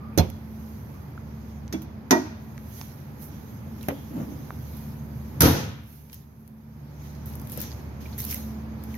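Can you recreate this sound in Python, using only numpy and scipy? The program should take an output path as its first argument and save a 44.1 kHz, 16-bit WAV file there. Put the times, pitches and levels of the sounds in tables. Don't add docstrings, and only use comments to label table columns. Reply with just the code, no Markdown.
import sys
import numpy as np
from scipy import signal
from scipy.fft import rfft, irfft, next_fast_len
from scipy.io import wavfile
from scipy.ndimage import uniform_filter1d, map_coordinates

SR = 44100
rng = np.random.default_rng(int(sys.argv[2]) if len(sys.argv) > 2 else 0)


def convert_level_to_amplitude(level_db):
    exponent = np.asarray(level_db, float) / 20
    return 10 ** exponent


def master(y):
    cut = np.clip(np.atleast_2d(y).T, -1, 1)
    pcm = np.round(cut * 32767)
    wavfile.write(sys.argv[1], SR, pcm.astype(np.int16))


N = 395577

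# (frequency [Hz], level [dB per Hz])
RUMBLE = [(12, -57.5), (20, -39.5), (44, -18.5), (86, 4), (131, 5.5), (173, -2.5), (219, 1), (264, -7.5),
          (400, -29.5), (520, -52.5), (880, -120)]
# (frequency [Hz], level [dB per Hz])
AIR = [(140, -30.5), (230, -7.5), (356, -12.5), (752, -19.5), (856, -17), (1110, -22), (2480, -31),
       (2700, -37), (4020, -41.5), (5000, -39.5), (6500, -70), (11000, -120)]
# (frequency [Hz], level [dB per Hz])
HISS = [(4410, -53), (7500, -18), (8200, -18.5), (10500, -5), (11900, 1.5), (12900, 4), (14500, -4.5),
        (15800, -9.5), (16200, -21.5), (16500, -28.5)]
# (frequency [Hz], level [dB per Hz])
RUB = [(1060, -12), (1800, -0.5), (2470, -1), (4240, -1.5), (4590, -2.5), (5290, 0.5), (6560, 3.5),
       (7610, -19), (8500, -16), (11000, -30.5), (18700, -120)]
# (frequency [Hz], level [dB per Hz])
KNOCK_BODY = [(71, -55.5), (120, -26.5), (302, 4.5), (536, -19.5), (639, -6), (773, -12), (1890, -26),
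              (4000, -45.5), (5200, -78.5), (8800, -120)]


def unit(x):
    return x / np.sqrt(np.mean(x ** 2) + 1e-20)


def along(points, hz):
    f, v = np.transpose(points)
    return np.interp(np.log(hz + 1), np.log(f + 1), v)


def wobble(rate_hz):
    knots = rng.standard_normal(int(N * rate_hz / SR) + 4)
    return map_coordinates(knots, [np.arange(N) * rate_hz / SR])


def sides(db):
    return convert_level_to_amplitude(np.array([db / 2, -db / 2]))


def noise(spectrum, size=N, lean=((1, 0),)):
    # (frequency [Hz], likeness [-1..1])
    alike = [(60, 1), (180, 0.91), (550, 0.4), (1650, -0.086), (4970, -0.037), (15000, 0.0029)]
    m = next_fast_len(size)
    hz = np.fft.rfftfreq(m, 1 / SR)
    turn = np.arccos(np.clip(along(alike, hz), -1, 1)) / 2
    shaped = rfft(rng.standard_normal((2, m))) * convert_level_to_amplitude(along(spectrum, hz))
    mid, side = shaped * [np.cos(turn), np.sin(turn)]
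    stereo = np.array([mid + side, mid - side]) * sides(along(lean, hz))
    return unit(irfft(stereo, m)[:, :size])


def add(track, s, sound):
    part = track[:, round(s * SR):][:, :sound.shape[1]]
    part += sound[:, :part.shape[1]]


def swells(peak_s, db, rise_s, fall_s):
    hop = 96
    late_s = np.arange(0, N + hop, hop)[:, None] / SR - peak_s
    drop = np.where(late_s < 0, -late_s / np.abs(rise_s), late_s / np.abs(fall_s))
    power = convert_level_to_amplitude(2 * (db - 20 * drop)).sum(1)
    return np.interp(np.arange(N), np.arange(len(power)) * hop, 10 * np.log10(power + 1e-14))


def walk_m():
    # (time [s], distance [m])
    path = [
        (0, 0.16),
        (1.2, 0.053),
        (3.2, 0.0073),
        (3.7, 0.5),
        (4.75, 0.75),
        (6.5, 0.83),
        (7.0, 1.63),
        (7.7, 1.82),
        (8.4, 2.38),
        (8.97, 2.46),
    ]
    return np.interp(np.arange(N) / SR, *np.transpose(path))


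def ducking():
    start_s, depth_db = 5.42, -10
    in_s, hold_s, out_s = 0.43, 0.73, 0.68
    corners_s = start_s + np.cumsum([0, in_s, hold_s, out_s])
    return depth_db * np.interp(np.arange(N) / SR, corners_s, [0, 1, 1, 0])


def ventilation():
    # (mean level [dB], swing [dB], phase at walk start [rad])
    orders = [
        (-44, 3, 3.36),
        (-47, 6, 2.75),
        (-46, 5, 1.98),
    ]
    # (frequency [Hz], left-right difference [dB])
    tilt = [(60, 0), (240, -1), (950, -2), (3770, -4.5), (15000, -17)]
    motor_hz, sound_m_per_s = 73.02, 343
    metres = walk_m()
    turn = 2 * np.pi * motor_hz * np.arange(N) / SR
    wave = 2 * np.pi * motor_hz * metres / sound_m_per_s
    hum = np.zeros(N)
    for k, (db, swing_db, phase) in enumerate(orders, 1):
        level_db = db + 4.0 + swing_db * np.cos(k * wave + phase) + 3.17 * wobble(4)
        hum += convert_level_to_amplitude(level_db) * np.sin(k * turn + 0.94 * wobble(2.73))
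    shelter_db, shelter_m = -2.5, 0.14
    rumble_db = -39.5 + shelter_db * np.exp(-(metres / shelter_m) ** 2) + 0.31 * wobble(9.4)
    air_db = -48.95 + 1.45 * metres + 0.27 * wobble(3.3)
    rumble = convert_level_to_amplitude(rumble_db) * noise(RUMBLE, lean=tilt)
    air = convert_level_to_amplitude(air_db) * noise(AIR, lean=tilt)
    return convert_level_to_amplitude(ducking()) * (hum * sides(-1.5)[:, None] + rumble + air)


def patchy(x, depth_db):
    z = signal.stft(x, nperseg=256)[2]
    field = uniform_filter1d(rng.standard_normal(z.shape[1:]), size=4, axis=0)
    field = uniform_filter1d(field, size=14, axis=1)
    return unit(signal.istft(z * convert_level_to_amplitude(depth_db * unit(field)), nperseg=256)[1][:, :N])


def rubbing():
    # (peak time [s], hiss [dB], rub [dB], rise over 20 dB [s], fall over 20 dB [s])
    strokes = [(.78, -58.5, -63, 1.3, 0.75), (1.5, -64, -62.5, 1.3, 0.49), (2.44, -63, -67.5, 0.23, 1.3),
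               (2.789, -48, -51.5, 0.19, 0.27), (3.232, -44.5, -55.5, 0.053, 0.088),
               (3.334, -64, -61, .09, 0.12), (3.71, -62, -64, 1.2, .4), (3.84, -55.5, -59, .12, 0.92),
               (4.165, -61, -59.5, 0.044, .4), (4.46, -61, -63.5, 4.5, .9), (4.76, -56.5, -61, 1.1, 0.94),
               (5.38, -60.5, -63.5, 1.1, 0.62), (5.93, -55.5, -63.5, 0.17, 0.52),
               (6.145, -54, -56.5, 0.086, 0.14), (6.4, -66.5, -83, 0.2, 1.2), (7.05, -59, -58, 0.21, 0.4),
               (7.262, -51.5, -57.5, 0.0089, 0.5), (7.72, -62, -59.5, 1.5, 1),
               (7.53, -41.5, -50.5, 0.075, 0.15), (7.614, -44.5, -41.5, 0.1, 0.14),
               (8.01, -54.5, -53.5, 0.016, 1.2), (8.19, -39, -46, 0.017, 0.28),
               (8.31, -37, -41.5, 0.074, 0.17), (8.42, -69, -60, 0.12, 0.27),
               (8.97, -56.5, -57.5, 0.42, .4)]
    still_hiss_db, still_rub_db = -75, -74.5
    peak_s, hiss, rub, rise_s, fall_s = np.transpose(strokes)
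    hiss_db = np.maximum(swells(peak_s, hiss, rise_s, fall_s), still_hiss_db)
    rub_db = np.maximum(swells(peak_s, rub, rise_s, fall_s), still_rub_db)
    busy = np.clip((hiss_db + 51) / 14, .25, 1.3)
    grain = convert_level_to_amplitude(busy * (1.7 * wobble(400) + 1.1 * wobble(45)) + 1.1 * wobble(6.3))
    fabric = convert_level_to_amplitude(hiss_db + 1.5) * noise(HISS)
    fabric += convert_level_to_amplitude(rub_db + 0.5) * patchy(noise(RUB), depth_db=2.1)
    pan_db = -6 + 2 * walk_m()
    return sides(pan_db) * grain * fabric


def creases():
    # (time [s], peak level [dB], rub band [dB], left-right difference [dB])
    snaps = [(0.2934, -43, -51, -3), (0.3007, -32, -36, -12), (1.6791, -56, -36, -7),
             (2.5785, -64, -38.5, 7), (2.8135, -34, -27.5, -4), (3.8104, -47, -46, -8),
             (3.8297, -33, -39, -12), (6.098, -55, -41, 0), (6.121, -42, -54, -2), (6.1298, -42, -35, 4),
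             (6.144, -31, -56, 6), (6.4775, -37, -50, 5), (7.1514, -62, -43.5, -1), (7.2587, -33, -50, 0.5),
             (7.299, -37, -58, 1), (7.329, -42, -60, 1.5), (7.337, -55, -37, 2), (7.3545, -28.5, -65, 3),
             (7.3981, -31, -41, -4), (7.4165, -31, -58, -1), (7.4503, -42, -55, 3), (7.4729, -34, -39.5, 8),
             (7.4979, -27.5, -38, 7), (7.5198, -22, -53, 5.5), (7.5752, -21, -53, 13),
             (7.6036, -18, -39, 8), (8.186, -25, -55, 0), (8.2035, -16, -48, -2), (8.208, -26, -55, -3),
             (8.2185, -20, -52, -6), (8.242, -25, -55, -3), (8.2505, -16.5, -46, -7),
             (8.3105, -21, -40, -7), (8.313, -22, -45, -6), (8.3245, -20, -50, -8), (8.337, -23, -52, -4),
             (8.3445, -16, -48, 0), (8.8385, -34, -46, 0), (8.952, -35, -46, 8), (8.9421, -41, -44, 10)]
    # (time [s], peak level [dB], rub band [dB], left-right difference [dB])
    swishes = [
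        (1.8192, -31.5, -37.5, -5),
        (4.7686, -36, -73, -11.5),
        (6.1298, -29, -37, -2.5),
        (7.2589, -29, -59, 3),
        (7.6153, -18.5, -33, 8.5),
        (8.006, -52, -46.5, -11),
        (8.18, -21, -54, -6),
        (8.309, -27, -44, -3),
        (8.8378, -33, -43, -3),
    ]
    out, t = np.zeros((2, N)), np.arange(SR // 8) / SR
    dry_shape = convert_level_to_amplitude(6.5 - 60 * t / 0.0043) + convert_level_to_amplitude(-3.5 - 60 * t / 0.025)
    lingering_shape = convert_level_to_amplitude(-60 * t / 0.004) + convert_level_to_amplitude(-3.0 - 60 * t / 0.1)
    for events, shape in ((snaps, dry_shape), (swishes, lingering_shape)):
        for s, db, rub_db, pan_db in events:
            snap = convert_level_to_amplitude(db - 12) * noise(HISS, size=len(t))
            snap += convert_level_to_amplitude(rub_db - 12.5) * noise(RUB, size=len(t))
            add(out, s, snap * shape * sides(pan_db)[:, None])
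    return out


def scuffs():
    # (peak time [s], level [dB], fall over 20 dB [s])
    events = [
        (3.17, -52, -0.5),
        (3.65, -54, -1.5),
        (4.128, -40.5, .06),
        (4.165, -29.5, 0.2),
        (4.228, -35, 0.06),
        (4.3, -36, 0.13),
        (4.365, -42.5, 0.3),
        (4.41, -43, .2),
        (7.579, -38, .16),
        (8.33, -49, -1),
    ]
    # (frequency [Hz], level [dB per Hz])
    body = [(88, -28), (150, -4), (294, -1.5), (403, -18.5), (478, -14), (539, -17), (3500, -44.5),
            (4550, -71), (7700, -120)]
    rise_s = 0.048
    peak_s, db, fall_s = np.transpose(events)
    return convert_level_to_amplitude(swells(peak_s, db, rise_s, fall_s) + 2.3 * wobble(60)) * noise(body)


def taps():
    # (time [s], peak level [dB], frequency [Hz], t60 [s])
    events = [(.002, -44, 1206, 0.52), (0.121, -55, 2400, 0.23), (0.929, -54, 1210, 0.49),
              (1.177, -32, 1430, 0.013), (2.579, -34, 1900, 0.005), (2.813, -28, 900, 0.0041),
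              (2.815, -41, 450, .012), (3.81, -45, 3760, .02), (3.835, -43, 2800, 0.026),
              (3.925, -54, 3300, .5), (3.919, -27, 525, 0.055), (4.506, -19.5, 1180, 0.0037),
              (6.098, -51, 2400, 0.013), (6.13, -44, 2750, .02), (7.577, -25.5, 495, 0.012),
              (7.709, -36, 4800, 0.0034), (7.717, -32.5, 4340, .006), (7.727, -37, 4650, 0.0049),
              (8.056, -38.5, 2370, 0.036), (8.125, -46, 4200, 0.075), (8.182, -36.5, 1870, 0.012),
              (8.226, -42, 4440, 0.11), (8.312, -39, 2110, 0.022), (8.326, -31, 2400, 0.014),
              (8.345, -36, 2020, 0.021), (8.943, -34, 2240, 0.0083), (8.951, -41, 1980, 0.05)]
    out, t = np.zeros((2, N)), np.arange(SR // 5) / SR
    for s, db, hz, t60_s in events:
        steps = uniform_filter1d(rng.standard_normal((2, len(t))), size=12)
        drift_rad = 0.16 * hz / 2500 * np.cumsum(steps, axis=1)
        envelope = convert_level_to_amplitude(db + 5.5 - 60 * t / t60_s) * (1 - np.exp(-t / t60_s / 0.071))
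        add(out, s, envelope * np.sin(2 * np.pi * hz * t + drift_rad) * sides(-2.9)[:, None])
    return out


def hall(x):
    # (frequency [Hz], t60 [s])
    decay = [(60, 0.45), (250, 0.47), (1000, 0.69), (3000, 0.82), (6000, 0.5), (12000, 0.4)]
    flat = [(20, 0.0073), (20000, 0.011)]
    hz, t, z = signal.stft(noise(flat, size=SR), SR, nperseg=256)
    tail = signal.istft(z * convert_level_to_amplitude(-60 * t / along(decay, hz)[:, None]), SR, nperseg=256)[1]
    tail *= 1 - np.exp(-np.arange(tail.shape[1]) / SR / 0.011)
    return signal.fftconvolve(x.mean(0)[None], tail / np.linalg.norm(tail[0]), axes=1)


def pulse(spectrum, like):
    click = np.roll(irfft(convert_level_to_amplitude(along(spectrum, np.fft.rfftfreq(512, 1 / SR)))), 256)
    return click[None] * np.linalg.norm(like[0]) / np.linalg.norm(click)


def unsteady(t):
    return 2.1e-6 * np.cumsum(uniform_filter1d(rng.standard_normal(len(t)), size=40))


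def ringing(modes, t):
    ports_s, scatter_db = 0.00042, 1.5
    shaky_t = t + unsteady(t)
    ring = np.zeros((2, len(t)))
    for hz, db, t60_s in modes:
        envelope = convert_level_to_amplitude(db + rng.normal(0, scatter_db) - 60 * t / np.clip(t60_s, .03, .4))
        lag_s = ports_s / 2 * rng.uniform(.5, 1) * np.array([[1], [-1]])
        ring += envelope * np.sin(2 * np.pi * hz * (shaky_t + lag_s))
    return ring


def blow(contacts, modes, body, clank_t60, body_t60, rattle_db, wet_db, pan_db):
    # (frequency [Hz], level [dB per Hz])
    clank_spectrum = [(880, -16), (1500, 0.5), (1600, -2), (1880, -4.5), (3050, -12), (5430, -4), (6040, 2),
                      (7420, -17), (8200, -23.5), (10700, -48.5), (18000, -120)]
    # (frequency [Hz], level [dB per Hz])
    sheen_spectrum = [(4470, -52.5), (7600, -59), (8810, -9), (11500, 2.5), (13100, 6.5), (14400, -4.5),
                      (15400, -10), (16000, -19), (16700, -58)]
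    t, first_s = np.arange(SR // 3) / SR, contacts[0][0]
    near, far, out = np.zeros((2, SR)), np.zeros((2, SR)), np.zeros((2, N))
    for s, clank_db, sheen_db, panel_db, swell_s in contacts:
        rattle = convert_level_to_amplitude(rattle_db - 60 * t / body_t60) * noise(body, size=len(t))
        panel = convert_level_to_amplitude(panel_db) * (1 - np.exp(-t / swell_s)) * (ringing(modes, t) + rattle)
        clank = convert_level_to_amplitude(clank_db - 60 * t / clank_t60) * noise(clank_spectrum, size=len(t))
        sheen = convert_level_to_amplitude(sheen_db - 60 * t / clank_t60) * noise(sheen_spectrum, size=len(t))
        add(near, s - first_s, panel + clank + sheen)
        add(far, s - first_s, panel)
        add(far, s - first_s, pulse(clank_spectrum, clank) + pulse(sheen_spectrum, sheen))
    add(out, first_s, near * sides(pan_db)[:, None])
    add(out, first_s, convert_level_to_amplitude(wet_db) * hall(far))
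    return out


def bump():
    # (time [s], clank [dB], sheen [dB], panel [dB], swell [s])
    bump_contacts = [
        (.1765, -26, -23, -10.5, 0.0013),
    ]
    sway_contacts = [
        (.184, -20.5, -30, -9.5, 0.0054),
        (.194, -28, -28.5, -13, 0.0066),
    ]
    # (frequency [Hz], level [dB], t60 [s])
    bump_modes = [(86.8, -4.5, 0.34), (160, -1, 0.061), (322, 6, 0.025), (410, -6, 0.027),
                  (543, -8.5, 0.091), (1840, -28, .07), (2299, -29, .06)]
    sway_modes = [(76, -12, 0.31), (86.2, -1.5, 0.2), (162, -2.5, 0.18), (250, -11, 0.12),
                  (386, -12, 0.054), (548, -11, 0.1), (720, -7, 0.09), (900, -14, 0.1), (2299, -31, 0.062),
                  (3400, -20, 0.086), (4200, -6, 0.044), (5300, -16, 0.034)]
    # (frequency [Hz], level [dB per Hz])
    body = [(120, -27), (200, 4.5), (716, -7), (789, -9), (1940, -26.5), (2230, -17.5), (5500, -32),
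            (7150, -55), (12100, -120)]
    out = blow(bump_contacts, bump_modes, body, clank_t60=0.054, body_t60=0.17,
               rattle_db=-12.5, wet_db=-19.0, pan_db=-8.5)
    return out + blow(sway_contacts, sway_modes, body, clank_t60=0.052, body_t60=0.2,
                      rattle_db=-11.0, wet_db=-19.5, pan_db=-5.5)


def prop_rod():
    # (time [s], clank [dB], sheen [dB], panel [dB], swell [s])
    contacts = [
        (1.726, -32.5, -38, -34.5, 0.0023),
        (1.736, -43, -53.5, -17, .007),
    ]
    # (frequency [Hz], level [dB], t60 [s])
    modes = [(201, -4.5, 0.2), (250, 5, .1), (322, 1.5, 0.11), (369, -2.5, 0.053), (640, -15, 0.11),
             (1186, -21, .08), (1927, -25.5, .1), (2272, -15.5, 0.11), (2627, -30, .12), (2800, -27.5, .1),
             (3370, -19, 0.09), (3591, -28, .09)]
    return blow(contacts, modes, KNOCK_BODY, clank_t60=0.071, body_t60=.12,
                rattle_db=-12.0, wet_db=-11.0, pan_db=-3.0)


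def panel_knock():
    # (time [s], clank [dB], sheen [dB], panel [dB], swell [s])
    contacts = [
        (2.108, -12.5, -22.5, -17.5, 0.0018),
        (2.115, -29, -36.5, -14, .002),
        (2.126, -39.5, -43.5, -17, 0.0011),
        (2.136, -40, -48.5, -18.5, 0.0034),
        (2.161, -51, -56.5, -21, 0.0057),
    ]
    # (frequency [Hz], level [dB], t60 [s])
    modes = [(216, -15, 0.2), (256, 1.5, 0.24), (268.2, -7, .4), (306.4, -2.5, 0.31), (359, -10, 0.24),
             (628, -2.5, 0.09), (927, -0.5, 0.1), (1000, -3.5, .06), (1367, -11, .05), (1728, -23.5, .15),
             (1910, -6, 0.1), (2400, -11, 0.057), (2960, -27.5, .08), (3600, -17.5, 0.077)]
    return blow(contacts, modes, KNOCK_BODY, clank_t60=0.079, body_t60=0.15,
                rattle_db=1.2, wet_db=-15, pan_db=-3.5)


def rod_clip():
    # (time [s], clank [dB], sheen [dB], panel [dB], swell [s])
    contacts = [
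        (3.885, -34, -28, -25, 0.00024),
        (3.897, -55, -54.5, -20.5, 0.017),
    ]
    # (frequency [Hz], level [dB], t60 [s])
    modes = [(281, -4.5, 0.28), (379, 4.5, 0.043), (523, 2, 0.023), (598, -2, 0.06), (1430, -26, 0.04),
             (2380, -30, 0.04), (3300, -26, 0.04)]
    # (frequency [Hz], level [dB per Hz])
    body = [(110, -41), (180, -3), (262, -7), (602, -7.5), (935, -15), (2320, -22), (4000, -33),
            (5200, -68), (8800, -120)]
    return blow(contacts, modes, body, clank_t60=0.035, body_t60=0.062,
                rattle_db=4.5, wet_db=-14.5, pan_db=-0.5)


def latch_and_slam():
    # (time [s], clank [dB], sheen [dB], panel [dB], swell [s])
    latch_contacts = [
        (5.4035, -45, -47.5, -49, .001),
        (5.4064, -15, -9, -13.5, 0.0031),
        (5.418, -16, -13.5, -14, 0.0036),
    ]
    slam_contacts = [
        (5.431, -26.5, -22.5, -11.5, 0.0027),
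        (5.444, -33, -34, -18.5, .003),
        (5.455, -25, -41, -17.5, 0.0045),
        (5.468, -40, -45, -17.5, 0.0059),
        (5.49, -47.5, -55, -24, 0.0069),
        (5.53, -50, -58, -31, 0.015),
        (5.565, -53, -61, -34, 0.012),
        (5.64, -60, -66, -48, 0.011),
    ]
    # (frequency [Hz], level [dB], t60 [s])
    latch_modes = [(80, -9, 0.092), (127, 2.5, 0.1), (140, -5, .12), (450, -9, 0.092), (930, -8.5, 0.089),
                   (1185, -19.5, 0.037), (1420, -19, .04)]
    slam_modes = [(77.5, -7, 0.17), (119.4, 4, 0.13), (149, -1, 0.1), (261, -4.5, 0.17), (286.4, -2, 0.11),
                  (325.3, -5.5, 0.15), (448.4, -7.5, 0.13), (522, -8.5, 0.23), (563, -6.5, 0.13),
                  (709, -12, 0.11), (880, -23, 0.21), (929, -14.5, 0.14), (1267, -10, 0.12),
                  (1470, -18, 0.11)]
    # (frequency [Hz], level [dB per Hz])
    body = [(15, -58), (25, -22.5), (102, -9.5), (205, -13.5), (270, -10), (555, -16), (604, -26.5),
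            (701, -17), (1860, -29.5), (4000, -29.5), (5200, -35.5), (8800, -120)]
    out = blow(latch_contacts, latch_modes, body, clank_t60=0.056, body_t60=0.1,
               rattle_db=-3.0, wet_db=-3.0, pan_db=-2.0)
    return out + blow(slam_contacts, slam_modes, body, clank_t60=0.08, body_t60=0.23,
                      rattle_db=-2.5, wet_db=-6.0, pan_db=1.0)


def hood():
    blows = bump() + prop_rod() + panel_knock() + rod_clip() + latch_and_slam()
    deep_hz = 54
    return signal.sosfilt(signal.butter(3, deep_hz, "high", fs=SR, output="sos"), blows)


def slam_echo():
    # (peak time [s], level [dB], rise over 20 dB [s], fall over 20 dB [s])
    bands = [
        (5.58, -28, 0.41, 0.26),
        (5.57, -35, 0.26, 0.09),
        (5.57, -36, 0.088, 0.144),
    ]
    out = np.zeros((2, N))
    for row, spectrum in zip(bands, (RUMBLE, AIR, RUB)):
        out += convert_level_to_amplitude(swells(*np.transpose([row]))) * noise(spectrum)
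    return out


def scene():
    return ventilation() + rubbing() + creases() + scuffs() + taps() + hood() + slam_echo()


def low_pass(x):
    return signal.sosfilt(signal.butter(12, 16810, fs=SR, output="sos"), x)


def record(dry):
    clipped = dry / (1 + np.abs(dry / .9) ** 6) ** (1 / 6)
    limited = signal.sosfilt(signal.ellip(8, .2, 70, 15750, fs=SR, output="sos"), clipped)
    return low_pass(limited)


dry = scene()
out = record(dry)
master(out)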